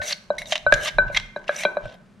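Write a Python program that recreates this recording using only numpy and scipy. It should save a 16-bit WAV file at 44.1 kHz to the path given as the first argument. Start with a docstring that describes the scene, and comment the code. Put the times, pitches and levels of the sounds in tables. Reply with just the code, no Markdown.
"""A wooden pestle pounds wet chilli paste in a clay mortar while a metal spoon scrapes it off the wall.
The ring of a blow dies away, and the spoon rasps by stick-slip friction, catching, squeaking and clinking.
Ten more uneven blows excite the modes of the hollow and the clay, while bubbles burst in the paste.
Near two seconds the work stops and the crackle sinks. Throughout, a small kitchen reverberates
and low rumble comes and goes on the close microphone."""
import sys
import numpy as np
from scipy import signal
from scipy.fft import rfft, irfft
from scipy.io import wavfile

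SR = 44100
rng = np.random.default_rng(int(sys.argv[2]) if len(sys.argv) > 2 else 0)


def to_wav(s):
    """Save 16-bit WAV."""
    ch = np.atleast_2d(s).T  # columns
    pcm = np.round(np.clip(ch, -1, 1) * 32767)  # PCM
    wavfile.write(sys.argv[1], SR, pcm.astype(np.int16))


N = 97020

# spectrum of metal rasping on clay: frequency_hz, level_db
RASP_SPECTRUM = [(200, -50), (650, 4.5), (950, 1.5), (1450, -0.5), (2200, 0), (3200, -2), (4600, -6.5),
                 (6200, -5.5), (8000, -15.5), (12000, -23.5), (16000, -46)]
# modes of the spoon: pitch_hz
SPOON_MODES_HZ = [2085, 2200, 3880, 4060, 6120, 8790, 10930, 13060]
# the same modes, row for row: t60_s, level_db
SPOON_MODES = [(0.045, -3), (0.075, -4.5), (0.06, -7.5), (0.025, -6), (.025, -13), (.035, -23), (0.06, -22),
               (.05, -29)]

HOLLOW_HZ = 600.5  # the mortar's air cavity, as the spoon excites it
LN_1000 = np.log(1000)  # a decay of 60 dB, in nepers


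def pestle():
    """Impact excites the damped modes of mortar and table; returns the direct sound and the room feed."""
    # modes of the hollow, then the clay wall, last the foot: pitch_hz, t60_s, level_db, room_send_db
    mortar_modes = [(578.6, 0.045, 9, -15.5), (767, 0.0061, -20.5, -19.5), (953, 0.008, 7, -7),
                    (1293, 0.012, 6.5, -9.5), (1521.8, 0.12, 5, -6.5), (1636, 0.039, 7.5, -9.5),
                    (2020, 0.049, -22, -26), (2371, 0.034, -11, -15), (3260, 0.027, -16.5, -20.5),
                    (3937, 0.036, 3, -17.5), (405, 0.03, -12, -6.5)]
    # registers whose levels depend on the spot struck: centre_hz
    registers_hz = [400, 600, 960, 1290, 1535, 1645, 2400, 3170, 3950]
    # blows: start_s, nine columns of register_db, unused_db, rim_lag_ms
    blows = [(-.03, -24, 12.5, -22, -22, -9, -9, -34, -50, -46, -54, -0.2),
             (0.3027, -8.5, -12, -13.5, -37, -30, -36, -30, -56, -29.5, -29, 0.18),
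             (0.6638, -15.5, -12.5, -12, -15.5, -11, -53, -15, -39, -27, -51, -0.11),
             (0.7227, -2, -8.5, -36.5, -3.5, -19.5, -1.5, 2, -30, -39, -32, 0.092),
             (0.9837, -2, -14, -5.5, -24.5, -8, -17, -4, -42, -16.5, -30, 0.13),
             (1.0991, -21, -26.5, -49, -51, -51, -46.5, -23, -48, -58, -58, -0.18),
             (1.3615, -10, -24.5, -16.5, -59, -32.5, -29, -25, -43, -30.5, -53, 0.056),
             (1.4916, -11, -14, -25, -12, -31, -15, -10.5, -9, -30, -64, -0.082),
             (1.6503, 0, -13, -6, -35, -16.5, -39, 3.5, 2, -17, -37, 0.12),
             (1.7685, -10, -15, -16.5, -24, -31, -32.5, -17, -60, -33, -33.5, -0.1),
             (1.854, -26, -28.5, -41, -39, -41, -44, -24, -60, -64, -44, -0.017)]
    hollow_mode, rim_modes, positive_modes = 0, (4, 5), (0, 3, 5, 7, 10)
    direct, to_room = np.zeros((2, N)), np.zeros((2, N))
    for start, *register_db, _, rim_lag_ms in blows:
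        for k, (hz, t60, db, send_db) in enumerate(mortar_modes):
            lag_ms = rim_lag_ms if k in rim_modes else 0.0036
            bend_hz = 65 if k == hollow_mode else 0  # the hollow starts sharp
            polarity = 1 if k in positive_modes else -1
            level = undb(db + np.interp(hz, registers_hz, register_db))
            mode = polarity * level * ring(hz, t60, lag_ms, bend_hz)
            add(direct, start, mode)
            add(to_room, start, mode * undb(send_db))
        table_thud = undb(register_db[0] - 25) * ring(hz=189, t60=0.096)
        add(direct, start, table_thud)
    wood = signal.butter(10, 4300, fs=SR, output="sos")  # the blunt head excites no high treble
    fade_in = np.minimum(clock() / .004, 1)
    return signal.sosfilt(wood, direct) * fade_in, signal.sosfilt(wood, to_room)


def spoon():
    """Friction of metal on clay is a train of tiny impulses, coloured by resonances."""
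    # resonances of the rasp: centre_hz, width_hz, lift_db
    rasp_peaks = [(1750, 190, 5.5), (2030, 240, 5.5), (2766, 150, 7), (3820, 400, 9.5), (5610, 44, 9.5)]
    colour = gains(RASP_SPECTRUM) * np.prod([peak(*row) for row in rasp_peaks], axis=0)
    rasp = rfft(grit(colour))
    return strokes(rasp) + catches(rasp)


def strokes(rasp):
    """Stick-slip sliding drives the hollow and the spoon into resonance and smears the paste."""
    # strokes: start_s, stop_s, final_db, swell_db, hiss_db, hollow_db, ring_db, bite_hz
    slides = [(.01, 0.126, -20.5, 31, -31, -38.5, -39, 4616),
              (0.451, 0.528, -24, 46, -42.5, -44, -60, 6360),
              (0.703, 0.887, -19.5, 51.5, -35.5, -36.5, -42.5, 3060),
              (1.113, 1.171, -24, 51, -50, -46.5, -46, 3300),
              (1.461, 1.638, -29, 20, -35, -45.5, -64, 2240),
              (1.816, 1.951, -53, -5, -82, -43.5, -74.5, 3180)]
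    # hiss of smeared paste: frequency_hz, level_db
    hiss_spectrum = [(500, -32.5), (3000, -39), (5000, -5.5), (6000, 4.5), (7200, -3), (10000, -8.5),
                     (13500, -15), (16000, -55)]
    attack_s, release_s, hiss_lead_s, hiss_width_s = .02, 0.0065, 0.037, 0.029
    t, out = clock(), np.zeros((2, N))
    # sliding excites the spoon's high modes less than a tap does
    metal_response = sum(undb(db / 2) / (1 + (hz / 5000) ** 2) * resonance(hz, LN_1000 / np.pi / t60)
                         for hz, (t60, db) in zip(SPOON_MODES_HZ, SPOON_MODES))
    cavity = resonance(HOLLOW_HZ, width_hz=64) * resonance(HOLLOW_HZ, width_hz=HOLLOW_HZ)
    hiss, metal, hollow = grit(gains(hiss_spectrum)), grit(metal_response), grit(cavity)
    slip = judder()
    bubbles = undb(-7) * pops()
    smear = judder()
    for start, stop, final_db, swell_db, hiss_db, hollow_db, ring_db, bite_hz in slides:
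        contact = np.clip((t - start) / attack_s, 0, 1) * np.exp(-np.maximum(t - stop, 0) / release_s)
        swell = undb(final_db - swell_db * np.clip((stop - t) / (stop - start), 0, 1))
        scrape = slip * swell * (bite(rasp, bite_hz) + bubbles)
        hiss_level = smear * undb(hiss_db) / (1 + ((t - stop + hiss_lead_s) / hiss_width_s) ** 2)
        out += contact * (scrape + hiss_level * hiss + undb(hollow_db) * hollow + undb(ring_db) * metal)
    return out


def catches(rasp):
    """The spoon catches on the clay and rings; the shorter the rise, the more high modes it excites."""
    # catches: start_s, rise_s, decay_s, crunch_db, ring_db, hollow_db, bite_hz
    snags = [(.0145, 0.002, 0.011, -24.5, -37, -27.5, 1780), (.1266, 0.00033, .0012, -38, -26, -73, 4460),
             (.3825, 0.00025, 0.029, -36, -15, -48, 9040),
             (.4178, 0.00079, 0.0022, -24, -22.5, -28.5, 2250),
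             (.457, 0.00087, 0.004, -34.5, -36, -56, 3820),
             (.5222, 0.00073, 0.0088, -15.5, -37.5, -10.5, 3114),
             (.5548, 0.00079, 0.0072, -17, -36, -25, 3040), (.5785, 0.00023, 0.0017, -27, -51, -80, 4800),
             (.7238, 0.000077, 0.0017, -9.5, -38, -27, 3370),
             (.7398, 0.0001, 0.0043, -15.5, -50.5, -51, 6770),
             (1.079, 0.0012, 0.023, -43.5, -69, -42.5, 2780),
             (1.146, 0.0015, 0.0034, -21.5, -18, -46.5, 2280),
             (1.161, 0.0058, 0.0073, -18.5, -20.5, -49.5, 2220),
             (1.168, 0.0059, 0.0029, -13.5, -19, -31.5, 3220),
             (1.199, 0.00033, 0.0026, -23.5, -45, -51, 2970),
             (1.442, 0.00026, 0.0013, -37, -58, -60.5, 2010),
             (1.4785, 0.0012, 0.0087, -27, -41.5, -45, 2670),
             (1.634, 0.0014, 0.0035, -22.5, -18.5, -23.5, 2680)]
    soft_cycles = 18  # a mode that swings this often during the rise rings at half amplitude
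    t, out = clock(), np.zeros((2, N))
    modes = [(hz, undb(db) * ring(hz, t60, lag_ms=0.0036, bend_hz=-200))
             for hz, (t60, db) in zip(SPOON_MODES_HZ, SPOON_MODES)]
    chatter = judder(depth_db=5)  # the ringing spoon keeps brushing the clay
    knock = ring(HOLLOW_HZ, t60=0.061, bend_hz=216)  # starts sharp as the spoon digs into the paste
    for start, rise, decay, crunch_db, ring_db, hollow_db, bite_hz in snags:
        contact = np.clip((t - start) / rise, 0, 1) * np.exp(-np.maximum(t - start - rise, 0) / decay)
        out += undb(crunch_db) * contact * bite(rasp, bite_hz)
        clink = 0
        for hz, mode in modes:
            brushing = np.roll(chatter, rng.integers(N))[:mode.shape[1]]
            clink += mode * brushing / (1 + (hz * rise / soft_cycles) ** 2)
        add(out, start, undb(ring_db) * clink + undb(hollow_db) * knock)
    return out


def bite(rasp, hz):
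    """Resonant filtering: the spot of contact favours one band of the rasp's spectrum."""
    band = resonance(hz, width_hz=1.5 * hz) * peak(hz, width_hz=84, lift_db=12.5)
    return unit(irfft(rasp * band, N))


def squeaks():
    """Stick-slip of the spoon's edge locks into rough notes that glide with the point of contact."""
    # squeaks: centre_s, width_s, level_db, pitch_hz, glide_octaves_per_s
    notes = [(0.086, .009, -24.5, 6050, 4), (.129, .0025, -16.5, 4420, -21), (0.3846, .002, -22, 1977, 6),
             (0.469, 0.0055, -33, 3750, -5.5), (1.152, .002, -17.5, 2130, 1.5),
             (1.173, .0045, -12, 2120, 3), (1.5647, .002, -24, 5830, -0.5), (1.616, .014, -30, 2324, 5)]
    t, out = clock(), np.zeros(N)
    for centre, width, db, hz, glide in notes:
        jitter = 1 + .045 * wander(per_s=1500)
        pitch = hz * 2 ** (glide * np.clip(t - centre, -2 * width, 2 * width)) * jitter
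        out += undb(db) * gaussian(centre, width) * judder() * np.sin(2 * np.pi * np.cumsum(pitch) / SR)
    return out


def pops():
    """Tiny bubbles burst in the smeared paste, each a damped resonator of rising pitch."""
    per_s, median_hz, spread_octaves, quality, glide = 210, 3680, 0.53, 74, 0.14
    out, t = np.zeros((2, N)), np.arange(SR // 40) / SR
    for when, pitch, size, pan in rng.random((int(per_s * N / SR), 4)):
        octaves = spread_octaves * np.log((pitch + 1e-6) / (1 - pitch)) / 2
        hz = min(median_hz * 2 ** octaves, SR / 4)
        age = t * hz / quality
        note = np.sin(2 * np.pi * hz * t * (1 + glide * np.minimum(age, 1) / 2)) * np.exp(-np.pi * age)
        level = undb(1.5 * np.log(max(size, .02)))
        add(out, when * N / SR, level * note * np.sqrt([[1 + pan], [2 - pan]]))
    return unit(out)


def paste():
    """Shot noise: wet pulp crackles faintly while it is worked, then falls to a quarter amplitude."""
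    worked = np.interp(clock(), [1.95, 1.979], [1, .25])
    return undb(-62) * worked * grit(gains(RASP_SPECTRUM), per_s=1100, spread_db=5.5)


def kitchen(sound):
    """Reverberation: a diffuse tail whose treble dies sooner and whose bass is alike on both sides."""
    # stereo width of the tail: frequency_hz, side_over_mid_db
    room_width = [(100, -14), (600, -7), (1500, -1.5), (16000, -5)]
    low_t60_s, high_t60_s, crossover_hz, delay_s = 0.57, 0.42, 3000, 0.0017
    t, side = clock(), gains(room_width)
    noise = spread(rng.standard_normal((2, N)), 1 / np.hypot(1, side), side)
    low = signal.sosfilt(signal.butter(2, crossover_hz, fs=SR, output="sos"), noise)
    tail = low * np.exp(-LN_1000 * t / low_t60_s) + (noise - low) * np.exp(-LN_1000 * t / high_t60_s)
    tail = unit(tail * (t > delay_s)) / np.sqrt(N)
    return signal.fftconvolve(sound, tail, axes=1)[:, :N]


def rumble():
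    """Amplitude-modulated low noise swells on the microphone as the arms move."""
    # swells: centre_s, width_s, level_db
    swells = [(0.012, .02, -37), (.43, 0.044, -46), (0.679, 0.023, -35.5), (0.744, 0.01, -18.5),
              (.79, 0.028, -33), (0.973, 0.02, -38.5), (1.045, 0.065, -32), (1.2, 0.057, -40),
              (1.86, 0.02, -32.5)]
    # spectrum of the rumble: frequency_hz, level_db
    spectrum = [(15, -11), (35, 8), (60, -4), (135, -2), (200, -17), (400, -31), (1500, -82)]
    envelope = sum(undb(db) * gaussian(centre, width) for centre, width, db in swells)
    return envelope * spread(rng.standard_normal((2, N)), gains(spectrum), side=undb(-8.5))


def air():
    """Stationary noise, strongest in the bass, forms the room's noise floor."""
    # spectrum of the background: frequency_hz, level_db
    spectrum = [(15, -40.5), (25, -6.5), (70, -22), (200, -6), (300, -25.5), (439, -24), (911, -31),
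                (1160, -28), (7510, -50), (9570, -52), (16000, -70)]
    return undb(-49.5) * spread(rng.standard_normal((2, N)), gains(spectrum), side=undb(-10.5))


def ring(hz, t60, lag_ms=0, bend_hz=0):
    """Free decay of a struck mode, bent in pitch at contact; the right channel trails by lag_ms."""
    settle_s, push_s = 0.0037, 0.00067
    t = np.maximum(np.arange(SR // 4) / SR - np.array([[-lag_ms], [lag_ms]]) / 2000, 0)
    cycles = hz * t + bend_hz * settle_s * (1 - np.exp(-t / settle_s))
    build_s = push_s + 0.34 / hz + 0.01 * t60  # low and lightly damped modes build up more slowly
    onset = 1 - np.exp(-(t / build_s) ** 2)
    return onset * np.sin(2 * np.pi * cycles) * np.exp(-LN_1000 * t / t60)


def grit(response, per_s=5000, spread_db=2.4):
    """Shot noise: random clicks of unequal size pass through a frequency response."""
    # stereo width of the grains: frequency_hz, side_over_mid_db
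    grain_width = [(100, -9.5), (600, -11), (2000, -10.5), (5000, -13.5), (8000, 2.5), (16000, -1.5)]
    clicks = (rng.random((2, N)) < per_s / SR) * rng.choice([-1, 1], (2, N))
    sizes = undb(spread_db * np.minimum(rng.exponential(size=(2, N)), 5))
    return spread(clicks * sizes, response, gains(grain_width))


def judder(depth_db=2.5):
    """Uneven sticking and slipping modulates the amplitude."""
    return unit(undb(depth_db * wander(per_s=320)))


def wander(per_s):
    """Random values joined by straight lines."""
    return np.interp(clock() * per_s, np.arange(N), rng.standard_normal(N))


def spread(pair, response, side):
    """Mid-side stereo from two uncorrelated signals, filtered by one response."""
    spectra = rfft(pair) * response
    mid, difference = irfft(spectra[0], N), irfft(spectra[1] * side, N)
    return unit(np.array([mid + difference, mid - difference]))


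def resonance(hz, width_hz):
    """Complex response of a damped oscillator, 1 at its centre."""
    f = bins_hz()
    return 1 / (1 + 1j * (f - hz ** 2 / f) / width_hz)


def peak(hz, width_hz, lift_db):
    """A flat response lifted by one resonance."""
    return 1 + (undb(lift_db) - 1) * resonance(hz, width_hz)


def gains(points):
    """Gain at each frequency bin from (frequency_hz, level_db) points."""
    hz, db = np.array(points, float).T
    return undb(np.interp(np.log(bins_hz()), np.log(hz), db))


def add(out, start_s, sound):
    """Superpose a sound, trimming what falls outside the scene."""
    i = int(start_s * SR)
    sound, i = sound[:, max(-i, 0):], max(i, 0)
    out[:, i:i + sound.shape[1]] += sound[:, :N - i]


def gaussian(centre_s, width_s):
    return np.exp(-((clock() - centre_s) / width_s) ** 2 / 2)


def bins_hz():
    return np.arange(N // 2 + 1) * SR / N + 1


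def clock():
    return np.arange(N) / SR


def undb(db):
    return 10 ** (np.asarray(db) / 20)


def unit(x):
    return x / np.sqrt(np.mean(x ** 2))


def scene():
    """Superposition of direct sound, reverberation and background."""
    knocks, to_room = pestle()
    stirring = spoon() + squeaks() + paste()
    return knocks + stirring + air() + kitchen(to_room + undb(-15.5) * stirring) + rumble()


def record(dry):
    """Hard clipping limits the strongest peaks; a low-pass cuts the top above 16 kHz."""
    clipped = np.clip(dry * undb(-2.5), -1, 1)
    return signal.sosfilt(signal.ellip(8, .2, 70, 16000, fs=SR, output="sos"), clipped)


dry = scene()
out = record(dry)
to_wav(out)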